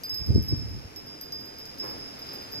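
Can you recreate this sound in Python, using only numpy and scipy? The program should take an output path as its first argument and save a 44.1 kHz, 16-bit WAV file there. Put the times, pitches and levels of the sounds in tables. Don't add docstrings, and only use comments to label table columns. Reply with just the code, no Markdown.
import sys
import numpy as np
from scipy import signal
from scipy.fft import rfft, irfft
from scipy.io import wavfile

SR = 44100
rng = np.random.default_rng(int(sys.argv[2]) if len(sys.argv) > 2 else 0)


def unload_audio(sound):
    columns = np.transpose(np.atleast_2d(sound))
    steps = np.round(np.clip(columns, -1, 1) * 32767)
    wavfile.write(sys.argv[1], SR, steps.astype(np.int16))


N = 114660

# time in seconds, then levels of hum, midrange wash and hiss in dB.
BACKGROUND_LEVELS = [(0, -53, -58, -52.5), (.9, -53, -57, -53.5), (1.3, -49.5, -57.5, -53.5),
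                     (1.8, -50.5, -54.5, -52), (1.95, -45, -53, -50.5), (2.1, -47.5, -52.5, -51),
                     (2.3, -50.5, -49.5, -50), (2.6, -47, -54, -49)]
TUBE_MODES = { "a": (4929, 4969.5, 1, 12562, 12639, -11), "b": (5005, 5028.5, 1.24, 12738, 12766, -22),
              "c": (5054, 5029, 1, 12848, 12870, -20), "d": (5119.5, 5127, 1.25, 13001, 12997, 0),
              "e": (5155, 5162, 1.12, 13052, 13061, -26), "f": (5221.5, 5236, 1.25, 13207, 13228, -14)}
# start in seconds, tube name, ring level in dB,
# level of its twin relative to the ring in dB, overtone level in dB, contact level in dB.
TUBE_KNOCKS = [ (.0345, "a", -32.5, -13, -33.5, -32.5), (.094, "f", -26.5, -27, -41.5, -32.5),
               (.1425, "b", -34, -12, -32.5, -31), (.143, "a", -51, 20, -56, -59),
               (.15, "d", -30, -23, -59, -50), (.262, "b", -57, -7, -45.5, -42),
               (.344, "f", -34.5, -20, -60, -39.5), (.345, "d", -37, -8, -63, -50),
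               (.424, "a", -57, -9, -37, -37), (.481, "e", -26, -22, -46, -37),
               (.482, "c", -43, 10, -55, -57), (.568, "b", -47, 4, -53, -57),
               (.689, "d", -47, -9, -58.5, -57), (.9605, "e", -37, -16, -48, -36),
               (.961, "c", -50, -14, -58, -54), (1.061, "c", -36, -18, -54, -50),
               (1.211, "a", -41.5, 2, -35.5, -36.5), (1.212, "f", -57, -10, -46, -62),
               (1.3215, "b", -30.5, -16.5, -43, -30), (1.403, "f", -46, -23, -51.5, -51),
               (1.454, "b", -52, -18, -47.5, -62), (1.583, "b", -50.5, 1, -46.5, -47),
               (1.585, "e", -38, -20, -56, -47), (1.654, "c", -45, 3.5, -60, -50),
               (1.6545, "b", -65, -4, -49.5, -34), (1.783, "f", -39.5, -6, -50.5, -38.5),
               (1.785, "a", -47, 7, -65, -44), (1.797, "d", -30, -10, -67, -36),
               (1.839, "a", -47, -12, -49.5, -42), (1.87, "a", -38.5, -25, -51.5, -52),
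               (1.897, "f", -48, -18, -48, -59), (1.981, "e", -34.5, -21, -57, -53),
               (1.983, "c", -35, -30, -62, -58), (2.1885, "b", -44.5, 5.5, -47.5, -44),
               (2.21, "e", -39, -7, -52, -49), (2.267, "a", -39.5, 1, -57, -49),
               (2.268, "d", -48, -13, -60, -46), (2.27, "f", -41, -2, -60, -56),
               (2.332, "a", -46, 5, -37, -48), (2.335, "b", -36, -16, -73, -57),
               (2.42, "d", -49, -9, -60, -66), (2.512, "a", -41.5, 16, -49, -60),
               (2.52, "d", -37, -14, -47.5, -48)]
# time in seconds, relative level in dB.
GUST_LEVELS = [(0, -56), (.11, -62), (.135, -49), (.17, -56), (.22, -37.5), (.25, -47), (.285, -26.5),
               (.308, -22), (.33, -28), (.365, -21.5), (.395, -25), (.44, -36), (.485, -40.5), (.53, -23),
               (.56, -34.5), (.66, -36), (.78, -37.5), (.83, -48.5), (.865, -49), (.93, -57), (1.19, -80),
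               (1.235, -56), (1.3, -69), (1.37, -49.5), (1.47, -68), (1.68, -54.5), (1.95, -74),
               (2.6, -57.5)]
# centre and width in seconds, left and right peak amplitude.
BUFFET_PULSES = [(.135, 0.0035, -0.021, 0.035), (.22, 0.0035, 0.024, 0.053), (.305, 0.0023, 0.12, 0.27),
                 (0.3613, 0.0012, -0.47, -0.078), (0.3614, 0.00099, 0.19, 0.63),
                 (.382, 0.00139, -0.33, -.08), (0.527, 0.0023, 0.014, -0.033), (.58, 0.003, -0.036, -0.091),
                 (0.856, 0.0029, .02, 0.025)]
# frequency in Hz, relative level in dB.
AIR_SPECTRUM = [(15, -8), (25, -33.5), (59, -8), (157, -3), (195, -7), (276, 0), (382, -4), (435, -1),
                (495, -4), (1100, -8), (2020, -14.5), (3180, -13.5), (4400, -10), (5720, 1), (9680, -120)]
HISS_SPECTRUM = [(2500, 5), (3800, -5.5), (4600, -3), (6300, 0.5), (7100, -4.5), (8200, -12.5),
                 (10000, -8.5), (13000, -6.5), (16000, -23)]
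TICK_SPECTRUM = [(1000, -49), (3500, -7), (5000, 7), (6300, 5.5), (8000, -14.5), (11000, -7.5),
                 (15500, -23)]
RUMBLE_SPECTRUM = [(20, -24), (45, -4), (80, 4.5), (120, 0.5), (180, -8), (280, -16), (400, -33),
                   (700, -44), (1500, -61)]
EDDY_SPECTRUM = [(100, -3.5), (220, 1.5), (350, 1), (480, -9), (700, -23.5), (1200, -45), (2500, -71)]
THUD_SPECTRUM = [(60, -11), (200, -9), (450, 4), (650, -6.5), (1000, -0.5), (1450, -8), (2200, -18),
                 (4000, -31)]

AIR_CORRELATION, AIR_TOP_HZ, SPLIT_HZ = .66, 4320, 490
SWAY_HZ, SWAY_DB, SWAY_RAD = 14, 1.6, .4
RING_RISE_S, HARD_KNOCK_DB, SOFT_SLOWING = .0025, -36, 1.1
PROMPT_T60_S, AFTERSOUND_SHARE, OVERTONE_T60_S = .25, .55, .14
RING_PAN_DB, OVERTONE_PAN_DB = -3.2, .9
RING_LEAD_RAD, OVERTONE_LEAD_RAD = .29, .5
CONTACT_RISE_S, TICK_T60_S, TICK_GAIN_DB = .001, .01, 2
CLAPPER_HZ, CLAPPER_T60_S, CLAPPER_GAIN_DB = 13916, .6, -31
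RUMBLE_GAIN_DB, EDDY_GAIN_DB, EDDY_EXPONENT, STRONG_GUST_DB = 2, -11, 1.45, -28


def undb(db):
    return 10 ** (np.asarray(db) / 20)


def unit_rms(x):
    return x / np.sqrt(np.mean(x ** 2))


def decay(t, t60):
    return np.exp(-np.log(1000) * t / t60)


def envelope(rows, column=1):
    rows = np.array(rows)
    return undb(np.interp(np.arange(N) / SR, rows[:, 0], rows[:, column]))


def bin_hz():
    return np.maximum(np.arange(N // 2 + 1) * SR / N, 1)


def noise(spectrum, correlation):
    hz, db = np.array(spectrum).T
    shared = np.sqrt(correlation) * rng.standard_normal(N)
    separate = np.sqrt(1 - correlation) * rng.standard_normal((2, N))
    gain = undb(np.interp(np.log(bin_hz()), np.log(hz), db))
    return unit_rms(irfft(rfft(shared + separate) * gain, N))


def wander(hz):
    return unit_rms(irfft(rfft(rng.standard_normal(N)) / (1 + (bin_hz() / hz) ** 4), N))


def pan(db):
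    return undb(np.array([[db], [-db]]) / 2)


def outdoors():
    air = rfft(noise(AIR_SPECTRUM, AIR_CORRELATION)) / np.sqrt(1 + (bin_hz() / AIR_TOP_HZ) ** 10)
    low_share = 1 / (1 + (bin_hz() / SPLIT_HZ) ** 2)
    flicker = undb(1.5 * wander(hz=6.6))
    hum = unit_rms(irfft(air * low_share, N)) * envelope(BACKGROUND_LEVELS, column=1) * flicker
    wash = unit_rms(irfft(air * (1 - low_share), N)) * envelope(BACKGROUND_LEVELS, column=2)
    hiss = noise(HISS_SPECTRUM, correlation=.11) * envelope(BACKGROUND_LEVELS, column=3)
    return hum + wash + hiss


def mode_pair(t, hz, twin_hz, twin_db, phase):
    return np.sin(2 * np.pi * hz * t + phase) + undb(twin_db) * np.sin(2 * np.pi * twin_hz * t + phase)


def tube(name, tick_noise):
    hz, twin_hz, t60, over_hz, over_twin_hz, over_twin_db = TUBE_MODES[name]
    sway = undb(SWAY_DB * np.array([wander(SWAY_HZ), wander(SWAY_HZ)]))
    drift = SWAY_RAD * np.array([wander(SWAY_HZ), wander(SWAY_HZ)]) + 2 * np.pi * rng.random()
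    left_only = np.array([[1], [0]])
    out = np.zeros((2, N))
    for start, struck, ring_db, twin_db, over_db, contact_db in TUBE_KNOCKS:
        if struck != name:
            continue
        span = slice(int(start * SR), min(int(start * SR) + SR, N))
        t = np.arange(span.stop - span.start) / SR
        phase = drift[:, span] + 2 * np.pi * hz * span.start / SR
        rise_s = RING_RISE_S * undb(SOFT_SLOWING * (HARD_KNOCK_DB - contact_db))
        prompt = (1 - AFTERSOUND_SHARE) * decay(t, PROMPT_T60_S)
        aftersound = AFTERSOUND_SHARE * decay(t, t60)
        ring = mode_pair(t, hz, twin_hz, twin_db, phase + RING_LEAD_RAD * left_only)
        ring *= undb(ring_db) * (1 - np.exp(-t / rise_s)) * (prompt + aftersound)
        over_phase = phase + OVERTONE_LEAD_RAD * left_only
        overtone = mode_pair(t, over_hz, over_twin_hz, over_twin_db, over_phase)
        overtone *= undb(over_db) * decay(t, OVERTONE_T60_S)
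        tone = (ring * pan(RING_PAN_DB) + overtone * pan(OVERTONE_PAN_DB)) * sway[:, span]
        tick = undb(TICK_GAIN_DB) * tick_noise[:, span] * decay(t, TICK_T60_S)
        clapper = undb(CLAPPER_GAIN_DB) * np.sin(2 * np.pi * CLAPPER_HZ * t) * decay(t, CLAPPER_T60_S)
        contact = undb(contact_db) * (tick + clapper)
        out[:, span] += (tone + contact) * np.minimum(t / CONTACT_RISE_S, 1)
    return out


def chime(echo_t60_s=.12, echo_db=-20):
    tick_noise = noise(TICK_SPECTRUM, correlation=.52)
    response = rng.standard_normal((2, SR // 2)) * decay(np.arange(SR // 2) / SR, echo_t60_s)
    response /= np.sqrt(np.sum(response ** 2) / 2)
    direct = sum(tube(name, tick_noise) for name in TUBE_MODES)
    return direct + undb(echo_db) * signal.fftconvolve(direct, response, axes=1)[:, :N]


def wind():
    t = np.arange(N) / SR
    gust, strong = envelope(GUST_LEVELS), undb(STRONG_GUST_DB)
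    rumble = undb(RUMBLE_GAIN_DB) * gust * noise(RUMBLE_SPECTRUM, correlation=.023)
    eddy_gain = undb(EDDY_GAIN_DB) * strong * (gust / strong) ** EDDY_EXPONENT
    eddies = eddy_gain * noise(EDDY_SPECTRUM, correlation=.38)
    buffets = np.zeros((2, N))
    for centre, width, left, right in BUFFET_PULSES:
        offset_squared = ((t - centre) / width) ** 2
        buffets += np.array([[left], [right]]) * (1 - offset_squared) * np.exp(-offset_squared / 2)
    return rumble + eddies + buffets


def thud(start_s=1.825, rise_s=.013, t60_s=.53, level_db=-36.5):
    t = np.maximum(np.arange(N) / SR - start_s, 0)
    swell = np.minimum(t / rise_s, 1) * decay(t, t60_s)
    return undb(level_db) * noise(THUD_SPECTRUM, AIR_CORRELATION) * swell


def scene():
    breeze = wind()
    left, right = outdoors() + thud() + chime()
    samples, lag_samples = np.arange(N), 20
    late_right = np.interp(samples - lag_samples, samples, right)
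    return np.array([left, late_right]) + breeze


def record(dry):
    cutoff_hz = 16050
    return signal.sosfilt(signal.ellip(10, .1, 80, cutoff_hz, fs=SR, output="sos"), dry)


dry = scene()
out = record(dry)
unload_audio(out)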